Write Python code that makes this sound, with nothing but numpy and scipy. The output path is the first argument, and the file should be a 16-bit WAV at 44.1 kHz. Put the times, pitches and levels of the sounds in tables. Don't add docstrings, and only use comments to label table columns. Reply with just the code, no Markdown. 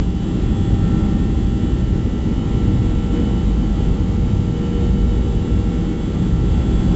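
import sys
import numpy as np
from scipy import signal
from scipy.fft import rfft, irfft, next_fast_len
from scipy.io import wavfile
from scipy.ndimage import uniform_filter1d

SR = 44100
rng = np.random.default_rng(int(sys.argv[2]) if len(sys.argv) > 2 else 0)


def to_wav(sig):
    pcm = np.clip(np.atleast_2d(sig), -1, 1) * 32767
    pcm = np.round(pcm).astype(np.int16)
    wavfile.write(sys.argv[1], SR, pcm.T)


def amplitude_ratio(level_db):
    exponent = np.asarray(level_db, float) / 20
    return 10 ** exponent


N = 306495

# [t/s, level/dB]
ROAR = [(0.0, -38.5), (0.13, -41.5), (0.23, -39), (1.03, -37), (1.37, -39.5), (2.15, -39.5), (2.55, -37),
        (3.1, -38.5), (3.17, -35), (3.58, -40), (3.81, -37.5), (4.47, -39.5), (4.84, -35.5), (4.93, -39.5),
        (6.54, -37.5), (6.95, -34.5)]

# [f/Hz, level/dB]
SHUDDER = [(12, -22), (18, -10), (25, -0.5), (36, 0), (44, -6), (60, -19.5)]
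BOOM = [(36, -29.5), (42, -12), (47, -2.5), (51, 0), (57, -4), (64, -8), (70, -16.5), (78, -29.5)]
THRUM = [(54, -24), (61, -3), (66, -1), (72, -4), (80, 0), (88, -2), (96, -22)]
RUMBLE = [(80, -24), (88, -5), (95, 0), (106, -3), (117, 0), (128, -5), (140, -9), (160, -27.5)]
JET = [(125, -22), (147, -7), (165, -0.5), (185, -1), (200, -2), (212, -12), (225, -28)]
DRONE = [(185, -26), (198, -6), (210, 0), (225, -3), (236, -1), (255, -5), (275, -13), (300, -30)]
PANELS = [(235, -22), (260, -1), (280, -1.5), (295, 0), (330, -3), (375, -10), (420, -12.5), (480, -23)]

# [t/s, length/s, centre f/Hz, strength/dB]
SURGES = [(0.0, 0.11, 51.6, 1.5), (0.46, 0.07, 50.7, 2.5), (0.66, 0.4, 317, 0.5), (0.72, 0.17, 109.5, 4.5),
          (0.771, 0.07, 51.5, 2.5), (0.91, 0.17, 164, 2.0), (1.03, 0.27, 28, 4.0), (1.071, 0.27, 230, 2.5),
          (1.13, 0.27, 75.1, 2.0), (1.34, 0.07, 75, 2.0), (1.42, 0.07, 51, 3.5), (1.643, 0.07, 230, 3),
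          (1.851, 0.11, 75.2, 5), (1.92, 0.11, 108.7, 2.0), (2.272, 0.11, 230, 3), (2.668, 0.07, 321, 3.5),
          (2.707, 0.17, 110, 6.0), (2.942, 0.11, 28, 5), (3.022, 0.07, 75, 1), (3.13, 0.17, 320, 1),
          (3.28, 0.17, 228.5, 2.0), (3.35, 0.07, 75.4, 2.5), (3.529, 0.17, 51, 3.5),
          (3.849, 0.07, 28, 4.0), (3.921, 0.07, 50.7, 3), (3.932, 0.07, 165, 2.0),
          (4.147, 0.17, 74.9, 2.0), (4.27, 0.11, 51, 1.5), (4.391, 0.11, 110, 5.5), (4.62, 0.064, 28, 3.0),
          (4.82, 0.11, 74.3, 1.5), (4.95, 0.11, 164.4, 2.5), (5.031, 0.27, 51, 3.5),
          (5.46, 0.11, 321, 1.5), (5.56, 0.07, 110.6, 2.5), (5.59, 0.07, 51, 3.5), (5.83, 0.07, 165, 2.0),
          (6.301, 0.11, 164.5, 3.5), (6.4, 0.07, 108.4, 2.5), (6.405, 0.11, 318, 2.5),
          (6.538, 0.11, 75, 5), (6.69, 0.4, 50.9, 1.5), (6.811, 0.11, 28, 5.5), (6.94, 0.07, 230, 3.0),
          (6.95, 0.17, 165.5, 3.5)]
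LULLS = [(0.141, 0.17, 75, -2), (0.173, 0.11, 229, -2.0), (0.181, 0.17, 110, -3.0), (0.26, 0.11, 51, -7.0),
         (0.59, 0.07, 51, -2.5), (0.6, 0.07, 165, -1.5), (0.951, 0.07, 51, -3.5), (1.197, 0.07, 75, -1.5),
         (1.35, 0.11, 165, -1.5), (1.571, 0.07, 51, -3.5), (1.63, 0.07, 28, -3.0), (1.726, 0.07, 165, -1.5),
         (1.849, 0.07, 229.5, -4.5), (2.11, 0.11, 163.6, -2.5), (2.141, 0.07, 51, -4.5),
         (2.187, 0.07, 111, -2.0), (2.42, 0.11, 50.8, -1.5), (2.431, 0.07, 28, -2.5),
         (2.509, 0.4, 74.5, -1.5), (3.101, 0.11, 109.8, -3.5), (3.269, 0.078, 51, -3.0),
         (3.543, 0.07, 75, -2.5), (3.549, 0.11, 28, -6.0), (3.639, 0.17, 110, -3.0),
         (3.73, 0.07, 320, -2.5), (4.0, 0.07, 228, -3.5), (4.113, 0.11, 28, -2.5), (4.342, 0.17, 320, -1.5),
         (4.461, 0.07, 51, -3.5), (4.47, 0.07, 28, -3.0), (4.529, 0.11, 75, -6), (4.67, 0.07, 51, -6.5),
         (4.711, 0.27, 28, -5.5), (4.93, 0.4, 109.6, -1.0), (5.223, 0.11, 165.4, -3.0),
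         (5.351, 0.4, 320, -2.0), (5.656, 0.17, 28, -8.0), (5.697, 0.07, 319, -2.5),
         (5.921, 0.27, 74.8, -3.5), (5.96, 0.11, 110, -4), (6.03, 0.11, 164.6, -2.5),
         (6.061, 0.17, 50.9, -5.5), (6.32, 0.17, 28, -3.0), (6.36, 0.07, 231, -3), (6.419, 0.11, 229, -4)]
SURGE_OCTAVES, SURGE_DEPTH = 0.25, 1.3
FOLLOW_ROAR = 0.05
LUMP_DB, LUMP_PER_S = 0.5, 7

# [f/Hz, level/dB]
AIRFLOW = [(300, -49.5), (400, -59), (520, -62.5), (680, -70.5), (780, -68), (950, -72.5), (1300, -77),
           (1700, -80.5), (2300, -83), (3000, -83.5), (3600, -84), (4200, -89), (5000, -92.5),
           (5500, -97.5)]
GUST_DB, GUST_PER_S = 0.7, 16

# [t/s, f/Hz]
SHAFT = [(0.0, 79.045), (0.5, 79.055), (0.99, 79.118), (1.49, 79.094), (1.99, 79.113), (2.48, 79.07),
         (2.98, 79.061), (3.48, 79.106), (3.97, 79.122), (4.47, 79.093), (4.96, 79.118), (5.46, 79.134),
         (5.96, 79.125), (6.45, 79.098), (6.95, 79.101)]
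# [order, level/dB]
ORDERS_CLEAR = [(5, -42.5), (6, -40), (10, -46), (11, -51.5), (12, -56.5), (15, -55), (16, -60.5),
                (17, -48), (18, -62), (19, -61), (23, -57), (24, -62.5), (25, -56), (27, -62.5), (28, -60),
                (29, -71.5), (32, -67), (34, -60.5), (35, -59.5), (36, -60), (37, -60.5), (38, -56),
                (39, -61.5), (40, -56.5), (41, -67), (43, -55), (46, -71.5), (47, -64.5), (48, -63.5),
                (49, -64.5)]
# [order, level/dB]
ORDERS_FAINT = [(3, -37.5), (4, -38.5), (7, -60.5), (14, -62.5), (22, -66.5), (26, -68), (31, -72.5),
                (42, -71.5), (50, -74.5), (54, -80), (55, -70), (57, -79)]
# [order, level when shut/dB]
SWELLS = [(4, -43), (5, -46), (6, -53), (10, -49), (11, -57.5), (15, -58), (17, -52.5), (23, -62),
          (25, -61), (38, -62), (43, -59.5)]
# [order, from t/s, to t/s, lift/dB]
OPENINGS = [(4, .15, 4.2, 4), (4, .2, 1.4, 3.5), (4, 5.5, 6.95, 5), (11, 2, 6.95, 6), (11, 3.1, 3.4, 1.5),
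            (11, .7, 1, 4), (25, .15, 4.2, 3.5), (25, 1.6, 3.45, 1.5), (25, 5.4, 6.95, 2.5),
            (5, 0.2, .9, 5), (5, 1.4, 2.75, 3), (5, 4.5, 6.75, 4.5), (6, 1.25, 6.95, 6), (6, 2, 6.25, 4.5),
            (6, 2.5, 5.85, 3.5), (6, 3, 3.25, 3), (6, 4.5, 4.85, 5.5), (6, 5, 6.95, 2), (10, -0.1, 1.7, 3),
            (10, 0.5, 1.3, 3), (10, 2.5, 4.35, 1.5), (10, 3.5, 3.85, 1.5), (10, 5, 5.65, 2.5),
            (10, 6.4, 6.95, 1.5), (15, 1, 1.15, 6), (15, 2.5, 2.45, 7), (15, 3.5, 3.1, 6.5),
            (15, 4, 4.15, 6), (15, 4.6, 4.85, 4.5), (17, 0.6, 5.05, 2.5), (17, .85, 1.1, 4),
            (17, 3, 3.4, 1.5), (17, 5, 6.95, 2.5), (17, 6.6, 6.85, 2.5), (23, .25, 3.4, 4),
            (23, 0.4, 1.9, 4), (23, 3.15, 3.35, 3), (23, 4.5, 5.15, 6), (23, 5.4, 6.95, 3.5),
            (38, -0.5, .3, 4.5), (38, 1.1, 1.15, 8), (38, 1.5, 3.9, 7), (38, 3, 3.4, 2.5),
            (38, 4.5, 5.42, 6), (43, -0.04, 1.8, 5.5), (43, .5, .65, 2.5), (43, 2.5, 3.45, 3.5),
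            (43, 5, 6.25, 3), (43, 6, 6.25, 3), (43, 6.5, 6.95, 8.5)]
OPENING_S = 0.07
WAVER_DB, WAVER_PER_S = 0.78, 7
FOLLOWING = [(28, 6, .5), (34, 43, .5), (35, 43, .5), (36, 38, .4), (37, 38, .6), (39, 43, .9), (46, 43, 1),
             (47, 6, .35), (48, 43, .4)]
FIRM_ORDERS = (4, 6, 10, 11, 17, 23, 25, 36, 37, 38, 40, 43)
FLUTTER_DB, FIRM_FLUTTER_DB = 3.6, 1.6
# [f/Hz, level/dB]
SKIRT = [(2900, -20.0), (2980, -5.0), (3005, 4.5), (3030, -11.0), (3110, -22.5)]

# [f/Hz, level at start/dB, level at end/dB]
COMPRESSOR = [
    (2322, -73, -71),
    (4643.5, -71, -65),
    (4703.5, -80, -67),
]

# [t/s, f/Hz, level/dB]
FAR_FAN = [(0, 3008, -70), (1.3, 3010, -66), (1.7, 3000, -61), (2.1, 3003, -66), (2.65, 2997, -61),
           (2.95, 3008, -66), (3.15, 3013, -58), (3.55, 3015, -59), (4.1, 3009, -63), (4.4, 2994, -62),
           (4.52, 2994, -54.5), (5, 2999, -56), (5.42, 2999, -58), (5.5, 3006, -70), (5.8, 3015, -63),
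           (6.45, 3006, -64), (6.95, 2990, -62)]

# [f/Hz, level/dB]
HISS = [(2500, -20), (4000, -3), (5000, 0), (7000, -1), (8000, -1)]
HISS_DB = -57.5
KNEE, CEILING_UP, CEILING_DOWN = 0.28, 0.52, 0.68
HOLD, BITS, TOP_HZ = 4, 8, 7640


def curves(table):
    s, *columns = np.transpose(table)
    return [np.interp(np.arange(N) / SR, s, column) for column in columns]


def noise(shape, lo_hz, hi_hz):
    size = next_fast_len(N)
    hz = np.arange(1, size // 2 + 2) * SR / size
    shape_hz, shape_db = np.transpose(shape)
    colour_db = np.interp(np.log(hz), np.log(shape_hz), shape_db, left=-150, right=-150)
    bins = rfft(rng.standard_normal(size)) * amplitude_ratio(colour_db)
    in_band = bins[(hz > lo_hz) & (hz < hi_hz)]
    rms = np.sqrt(2 * np.sum(np.abs(in_band) ** 2)) / size
    return irfft(bins, size)[:N] / rms


def walk(rate):
    k = int(SR / rate)
    steps = np.repeat(rng.standard_normal(N // k + 1), k)
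    wander = uniform_filter1d(uniform_filter1d(steps, k), k)[:N]
    return wander / np.std(wander)


def steady(x, hold_s, share):
    k = int(hold_s * SR)
    power = uniform_filter1d(uniform_filter1d(x ** 2, k), k)
    return x * (np.mean(power) / power) ** (np.clip(share, 0, 1) / 2)


def surge_db(band_hz):
    t = np.arange(0, N, 64) / SR
    s, length, hz, db = np.transpose(SURGES + LULLS)[:, :, None]
    reach = np.exp(-(np.log2(band_hz / hz) / SURGE_OCTAVES) ** 2 / 2)
    moment = np.exp(-((t - s) / length) ** 2)
    return np.repeat(np.sum(db * reach * moment, axis=0), 64)[:N]


def cabin_band(shape, level_db, centre_hz, lo_hz, hi_hz, swell_db, hold_s=0.09, share=0.85):
    db = level_db + FOLLOW_ROAR * swell_db + SURGE_DEPTH * surge_db(centre_hz)
    db += LUMP_DB * walk(LUMP_PER_S)
    return amplitude_ratio(db) * steady(noise(shape, lo_hz, hi_hz), hold_s, share)


def cabin(swell_db):
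    shudder = cabin_band(SHUDDER, -31, 28, 18, 40, swell_db, hold_s=0.15, share=0.8)
    boom = cabin_band(BOOM, -21, 51, 40, 62, swell_db, hold_s=0.08)
    thrum = cabin_band(THRUM, -26, 75, 62, 90, swell_db)
    rumble = cabin_band(RUMBLE, -24, 110, 90, 135, swell_db)
    jet = cabin_band(JET, -24, 165, 135, 200, swell_db)
    drone = cabin_band(DRONE, -27, 230, 200, 270, swell_db)
    panels = cabin_band(PANELS, -30.5, 320, 260, 450, swell_db, share=0.8)
    return shudder + boom + thrum + rumble + jet + drone + panels


def airflow(roar_db):
    colour = AIRFLOW + [(SR / HOLD / 2, -97)]
    return amplitude_ratio(roar_db - 2.0 + GUST_DB * walk(GUST_PER_S)) * noise(colour, 500, 2500)


def swells():
    t = np.arange(N) / SR
    level = {round(order): db + WAVER_DB * walk(WAVER_PER_S) for order, db in SWELLS}
    for order, start, end, lift_db in OPENINGS:
        corners = [start - OPENING_S, start, end, end + OPENING_S]
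        lift = np.interp(t, corners, [0, lift_db, lift_db, 0])
        level[round(order)] = level[round(order)] + lift
    return level


def fan(swell_db):
    turn = 2 * np.pi * np.cumsum(curves(SHAFT)[0]) / SR
    clear, faint = dict(ORDERS_CLEAR), np.transpose(ORDERS_FAINT)
    swelling = swells()
    swing = {}
    for order, leader, share in FOLLOWING:
        swing[order] = share * (swelling[leader] - np.mean(swelling[leader]))
    quick, slow = np.tanh(walk(18)), np.tanh(walk(3))
    out = np.zeros(N)
    for order in range(3, 58):
        start, *lags = rng.random(4)
        flutter, slip, drift = (np.roll(w, int(lag * N)) for w, lag in zip((quick, quick, slow), lags))
        db = (FIRM_FLUTTER_DB if order in FIRM_ORDERS else FLUTTER_DB) * flutter
        if order in swelling:
            db += swelling[order] + 0.39 * swell_db
        else:
            db += clear.get(order, np.interp(order, *faint)) - 1.56
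            db += swing.get(order, 0.9 * swell_db) + 0.03 * order * drift
        phase = order * turn + 2 * np.pi * start + 0.014 * order * slip
        out += np.sqrt(2) * amplitude_ratio(db) * np.sin(phase)
    return out + amplitude_ratio(-65 + swell_db) * noise(SKIRT, 2800, 3200)


def compressor():
    t = np.arange(N) / SR
    out = np.zeros(N)
    for hz, first_db, last_db in COMPRESSOR:
        db = np.linspace(first_db, last_db, N) + 1.7 * walk(3.0)
        out += np.sqrt(2) * amplitude_ratio(db) * np.sin(2 * np.pi * hz * t + 0.6 * walk(6))
    return out


def far_fan():
    hz, db = curves(FAR_FAN)
    phase = 2 * np.pi * np.cumsum(hz) / SR
    return np.sqrt(2) * amplitude_ratio(db + 1.2 * walk(9)) * np.sin(phase + 0.25 * walk(12))


def scene():
    roar_db = curves(ROAR)[0]
    swell_db = roar_db - np.mean(roar_db)
    engines = fan(swell_db) + compressor() + far_fan()
    return (cabin(swell_db) + airflow(roar_db) + engines)[None]


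def squeeze_peaks(x):
    room = np.where(x > 0, CEILING_UP, CEILING_DOWN) - KNEE
    over = np.maximum(np.abs(x) - KNEE, 0)
    return x - np.sign(x) * (over - room * np.tanh(over / room))


def hold_samples(x):
    slow = np.convolve(x[::HOLD], [-0.1, 1.2, -0.1], "same")
    steps = 2 ** (BITS - 1)
    return np.repeat(np.floor(slow * steps) / steps, HOLD)[:N]


def low_pass(x):
    return signal.sosfilt(signal.butter(12, 8650, fs=SR, output="sos"), x)


def record(dry):
    held = hold_samples(squeeze_peaks(dry[0]))
    held += amplitude_ratio(HISS_DB) * noise(HISS, 4000, 7600)
    top_cut = signal.ellip(14, 0.3, 75, TOP_HZ, fs=SR, output="sos")
    mix = signal.sosfilt(top_cut, held)[None]
    return low_pass(mix)


dry = scene()
out = record(dry)
to_wav(out)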